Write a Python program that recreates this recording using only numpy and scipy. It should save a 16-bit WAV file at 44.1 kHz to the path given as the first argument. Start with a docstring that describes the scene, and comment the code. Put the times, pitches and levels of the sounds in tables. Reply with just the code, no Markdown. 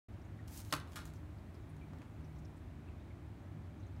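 """A cat swipes a toy off a table

In a small, quiet room, a paw rustles over a tablecloth as its fibres catch and slip.
A light plastic toy knocks on an edge, clatters on the floor and settles, its hollow shell ringing.
Faint ticks, pips and scratches come and go over the low rumble and hum of an appliance."""
import sys
import numpy as np
from scipy import signal
from scipy.fft import rfft, irfft
from scipy.io import wavfile

SR = 44100
rng = np.random.default_rng(int(sys.argv[2]) if len(sys.argv) > 2 else 0)


def master(y):
    """Save y as 16-bit WAV."""
    cut = np.clip(np.atleast_2d(y).T, -1, 1)
    pcm = np.round(cut * 32767)  # scale
    wavfile.write(sys.argv[1], SR, pcm.astype(np.int16))


N = 176400
T = np.arange(N) / SR

# Each hit of the toy. Tilt is brightness; ringing notes near favoured_hz come out louder.
# start_s, level_db, tilt_db_per_octave, ring_db, echo_db, favoured_hz
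TOY_HITS = [(0.725, -17, -3, -11, -13, 1100), (0.7259, -2.5, -0.1, 1.5, -10, 1160),
            (0.728, -10, 1.5, -9, -5, 1400), (0.7305, -14, -3.5, -8, -11, 1400),
            (0.7338, -14, 1, -12, -21, 1400), (0.7378, -4, -0.5, -17, -12, 1400),
            (0.7445, -20, -3, -10, -5, 1300), (0.7498, -19, 1, -14, -12, 1450),
            (0.753, -20, 1, -5, -10, 2550), (0.7652, -21, 1.5, -3, -8, 2550), (.775, -29, -3, 0, -4, 1300),
            (0.8002, -28, 0.5, 2, -12, 1250), (.874, -35, -1.5, 2, 2, 1200),
            (0.9579, -21.5, 2, -9, 5.5, 1400), (.9600, -19.5, 1, -4, -0.5, 1250),
            (0.9648, -23, 2, -6, -9, 1400), (.9690, -23.5, -1, -2, -9, 1420),
            (0.9734, -19.5, -2, -2, -12, 1250), (0.9895, -25, -4, -12, -7, 1400),
            (1.002, -33, 0, -4, -1, 1400), (1.016, -32.5, -3, 8, -3, 1250), (1.077, -36.5, -1, 6, -7, 1400),
            (1.102, -37, 0, 2, -8, 1200)]
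# The tone of one hit's crack: frequency_hz, level_db
CRACK_SPECTRUM = [(150, -17), (300, -6), (480, -10), (640, -6), (850, -6), (1300, 4.5), (1750, -3),
                  (2600, -4), (4100, -3.5), (5400, -9.5), (6200, -7.5), (11800, -12), (15500, -20)]
# The notes of the hollow shell: pitch_hz, level_db, ring_time_s
SHELL_NOTES = [(1002, -45, .11), (1084, -41.5, .125), (1211, -44.5, .115), (1246, -48, .16),
               (1288, -47, .15), (1353, -49, .16), (1414, -42, .145), (1448, -45, .11), (1546, -50, .16),
               (1861, -49, .14), (2162, -49, .13), (2514, -49, .16), (2934, -46.5, .11), (3666, -45.5, .08),
               (3932, -44, .08), (4318, -46, .08), (4488, -45, .09), (5260, -41, .04)]
# The notes of the struck edge, a dull thud: pitch_hz, level_db, ring_time_s
EDGE_NOTES = [(148, -40, .2), (215, -46, 0.07), (283, -40, 0.13), (322.5, -39.5, 0.13), (610, -41.5, 0.077)]
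def toy():
    """Each hit cracks and rings the shell; hits on the floor are farther off and echo more."""
    boost_db, boost_octaves = 4, .2   # the spot that is struck favours notes near one pitch
    ring_echo_db, thud_start_s = -8, .7285
    direct, to_room = np.zeros((2, N))
    for start_s, level_db, tilt_db, ring_db, echo_db, favoured_hz in TOY_HITS:
        notes = []
        for hz, note_db, ring_time_s in SHELL_NOTES:
            closeness = np.exp(-(np.log2(hz / favoured_hz) / boost_octaves) ** 2)
            notes.append((hz, note_db + boost_db * closeness, ring_time_s))
        crack = snap(CRACK_SPECTRUM, tilt_db, decay_s=0.0019)
        shell = from_db(ring_db) * ring(notes, spread_db=3.0)
        for part, send_db in ((crack, echo_db), (shell, echo_db + ring_echo_db)):
            add(direct, start_s, from_db(level_db) * part)
            add(to_room, start_s, from_db(level_db + send_db) * part)
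    add(direct, thud_start_s, ring(EDGE_NOTES, spread_db=1.5))
    return direct + room_echo(to_room)


def snap(spectrum, tilt_db, decay_s):
    """Two things touch: a burst of noise starts with a hard click and dies in milliseconds."""
    rise_s, click_s, click_db = 0.00017, 0.00039, -4
    t = T[:1024]
    click = from_db(click_db) * np.exp(-t / click_s)
    envelope = (1 - np.exp(-t / rise_s)) * (np.exp(-t / decay_s) + click)
    burst = flatten(even_noise(len(t)) * envelope) * np.sqrt(envelope)
    padded = np.pad(burst / np.linalg.norm(burst), (0, len(t)))
    return colour(padded, spectrum, tilt_db)[:len(t)]


def ring(notes, spread_db):
    """A struck object's notes vary in strength with each blow and fade by 60 dB in ring_time_s."""
    t, out = T[:SR // 2], 0
    for k, (hz, level_db, ring_time_s) in enumerate(notes):
        gain = (-1) ** k * from_db(level_db + spread_db * rng.normal())
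        out += gain * from_db(-60 * t / ring_time_s) * np.sin(2 * np.pi * hz * t)
    return out


# How loudly paw and fur rub over time: time_s, level_db
RUB_LEVELS = [(.1, -35), (.46, -33), (.49, -14), (.53, -2), (.57, 0), (.608, -1), (.628, -15), (.72, -7),
              (.84, -34), (.9, -19), (.94, -13), (1.03, -24), (1.07, -12), (1.12, -29), (1.16, -21),
              (1.22, -29), (2.5, -29.5), (3.1, -46)]
# The tone of the rubbed cloth: frequency_hz, level_db_per_hz
CLOTH_SPECTRUM = [(300, -106), (1000, -100), (2500, -101.5), (4500, -99), (6600, -97), (9600, -98.5),
                  (10400, -99), (11600, -98), (15500, -100)]
def paw_on_cloth():
    """Fibres catch and slip by the thousand over a smooth swish of fur."""
    slips_per_s, spread_db, slip_share = 3800, 4.5, 0.28
    slips = (rng.random(N) < slips_per_s / SR) * rng.choice([-1, 1], N)
    slips = slips * from_db(spread_db * np.minimum(rng.exponential(1, N), 4))
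    swish = rng.standard_normal(N)
    friction = np.sqrt(slip_share) * slips / slips.std() + np.sqrt(1 - slip_share) * swish
    loudness = from_db(np.interp(T, *np.transpose(RUB_LEVELS)))
    return colour(friction, CLOTH_SPECTRUM) * np.sqrt(SR / 2) * loudness


# Each small tick or bump: start_s, level_db, tilt_db_per_octave
SMALL_TAPS = [(0.4774, -35, 7), (0.4817, -29, 5.5), (0.5748, -30, 9), (0.577, -30, 9), (0.5945, -26.5, 1),
              (0.603, -29, 8), (0.6175, -33, 6), (.6497, -28, 3.5), (0.9211, -28, 0.5), (0.933, -29, -1),
              (1.0543, -28, 6), (1.058, -32, 3), (1.1372, -34, 4), (1.5451, -37, 1.5), (1.7669, -38, -1),
              (1.934, -31.5, -5), (1.986, -37, 0), (2.0193, -32.5, -3), (2.027, -35.5, -6),
              (2.209, -39, -4)]
# The tone of one tick: frequency_hz, level_db
TICK_SPECTRUM = [(300, 0), (1200, 0.5), (3000, -6.5), (6500, -8), (15000, -23)]
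def ticks():
    """Claws, a cord and the settling toy make tiny snaps with a little echo."""
    out = np.zeros(N)
    for start_s, level_db, tilt_db in SMALL_TAPS:
        add(out, start_s, from_db(level_db) * snap(TICK_SPECTRUM, tilt_db, decay_s=0.001))
    return out + from_db(-2.5) * room_echo(out)


# Each faint pip or scratch: start_s, pitch_hz, width_share_of_pitch, level_db, rise_s
FAINT_PIPS_AND_SCRATCHES = [(.138, 5100, .1, -80, .003), (.214, 5600, .09, -73, .004),
                            (.246, 6700, .09, -77, .004), (.388, 1880, .04, -62.5, .005),
                            (.706, 4200, 0.14, -60.5, .004), (1.152, 5600, .17, -71.5, 0.0078),
                            (1.378, 4550, .08, -75, .005), (1.547, 4900, .12, -73, .004),
                            (1.692, 9750, .07, -76, .006), (1.812, 2370, .035, -64, 0.009),
                            (2.013, 2200, 0.27, -65, 0.0046), (2.243, 5650, .1, -74.5, .006),
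                            (2.356, 5800, .08, -77, .005), (2.382, 6700, 0.38, -74.5, 0.0065),
                            (2.447, 5450, .16, -71, 0.0047), (2.565, 8550, .15, -78, .006),
                            (2.70, 2750, .12, -73.5, .006), (2.876, 2590, 0.055, -70.5, .01),
                            (3.1, 2170, .07, -68.5, .009), (2.995, 3600, .06, -75, .006),
                            (3.795, 6200, .09, -77, 0.0055), (3.828, 3850, .07, -71.5, 0.0065),
                            (3.865, 6400, .09, -77, .004), (3.962, 5200, .1, -80, .004)]
def pips_and_scratches():
    """Faint, brief pips and grainy scratches flicker in the hiss."""
    grain_db, grain_samples = 2.5, 64   # quick jumps in level make it grainy
    out, t = np.zeros(N), T[:4096]
    for start_s, pitch_hz, width, level_db, rise_s in FAINT_PIPS_AND_SCRATCHES:
        noise = even_noise(len(t))
        unevenness = np.repeat(rng.standard_normal(len(t) // grain_samples), grain_samples)
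        scratch = resonate(noise * from_db(grain_db * unevenness), pitch_hz, width * pitch_hz)
        envelope = t / rise_s * np.exp(1 - t / rise_s)
        add(out, start_s, from_db(level_db) * scratch * envelope)
    return out


# How long the room's echo takes to fade by 60 dB: frequency_hz, fade_s
ECHO_TIMES = [(150, 0.56), (1300, 0.41), (4000, 0.28), (8000, 0.22), (15000, 0.18)]
def room_echo(sound):
    """Many reflections blur into one short echo whose high notes die first."""
    delay_s, build_s, tilt_db_per_octave = 0.00083, 0.00087, -0.5
    t, tail = T[:SR // 2], 0
    edges_hz = np.geomspace(100, 18000, 12)
    for low, high in zip(edges_hz, edges_hz[1:]):
        hz = np.sqrt(low * high)
        band_filter = signal.butter(2, [low, high], "band", fs=SR, output="sos")
        band = signal.sosfilt(band_filter, rng.standard_normal(len(t)))
        fade = from_db(-60 * t / at_hz(ECHO_TIMES, hz))
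        tail += band * from_db(tilt_db_per_octave * np.log2(hz)) * fade
    tail *= 1 - np.exp(-np.maximum(t - delay_s, 0) / build_s)
    return signal.fftconvolve(sound, tail / np.linalg.norm(tail))[:N]


# The room's steady rumble and hiss: frequency_hz, level_db_per_hz
RUMBLE_SPECTRUM = [(20, -102), (35, -88.5), (50, -75.5), (80, -67), (105, -70.5), (130, -79.5),
                   (230, -80.5), (305, -80), (380, -87.5), (490, -96), (590, -91.5), (1000, -97.5),
                   (2300, -104.5), (2900, -110), (3900, -112.5), (4900, -118), (9300, -121.5),
                   (10400, -126), (11500, -124), (15500, -127)]
# The appliance's hum: pitch_hz, level_db, waver_hz
HUM_TONES = [(104.7, -58.5, 4.8), (152.95, -59, 2.5)]
def appliance():
    """An appliance hums two wavering tones over steady rumble and hiss."""
    rumble = colour(even_noise(N), RUMBLE_SPECTRUM) * np.sqrt(SR / 2)
    hum = sum(from_db(db) * resonate(even_noise(N), hz, waver_hz) for hz, db, waver_hz in HUM_TONES)
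    return rumble + hum


def from_db(db):
    """Turn decibels into a number to multiply by."""
    return 10 ** (np.asarray(db) / 20)


def at_hz(table, hz):
    """Read between a table's rows, with every octave equally wide."""
    frequencies, values = np.transpose(table)
    return np.interp(np.log(hz), np.log(frequencies), values)


def colour(sound, spectrum, tilt_db=0):
    """Give a sound a tone; above 500 Hz, tilt it by tilt_db per octave around 3 kHz."""
    hz = np.maximum(np.fft.rfftfreq(len(sound), 1 / SR), 1)
    octaves = np.log2(np.maximum(hz, 500) / 3000)
    return irfft(rfft(sound) * from_db(at_hz(spectrum, hz) + tilt_db * octaves), len(sound))


def resonate(sound, pitch_hz, width_hz):
    """Keep the part of a sound near one pitch, scaled to an average (rms) level of 1."""
    hz = np.fft.rfftfreq(len(sound), 1 / SR)
    band = irfft(rfft(sound) / (1 + ((hz - pitch_hz) / width_hz) ** 2), len(sound))
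    return band / band.std()


def even_noise(size):
    """Hiss that is equally strong at every frequency, with an average (rms) level of 1."""
    noise = irfft(np.exp(2j * np.pi * rng.random(size // 2 + 1)), size)
    return noise / noise.std()


def flatten(burst):
    """Make all of a burst's frequencies equally strong, keeping its timing."""
    return irfft(np.exp(1j * np.angle(rfft(burst))), len(burst))


def add(track, start_s, sound):
    """Mix a sound into a track at a given time."""
    i = int(start_s * SR)
    track[i:i + len(sound)] += sound[:N - i]


def scene():
    """All the sounds together, in one channel."""
    return (toy() + ticks() + paw_on_cloth() + pips_and_scratches() + appliance())[None]


def record(dry):
    """The sound fades in quickly after a moment of silence; the highest treble is cut."""
    silence_s, fade_s, cutoff_hz = .084, .004, 15850
    fade_in = np.clip((T - silence_s) / fade_s, 0, 1)
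    low_pass = signal.firwin(401, cutoff_hz, fs=SR, window=("kaiser", 7))
    return signal.fftconvolve(dry * fade_in, low_pass[None], "same")


dry = scene()
out = record(dry)
master(out)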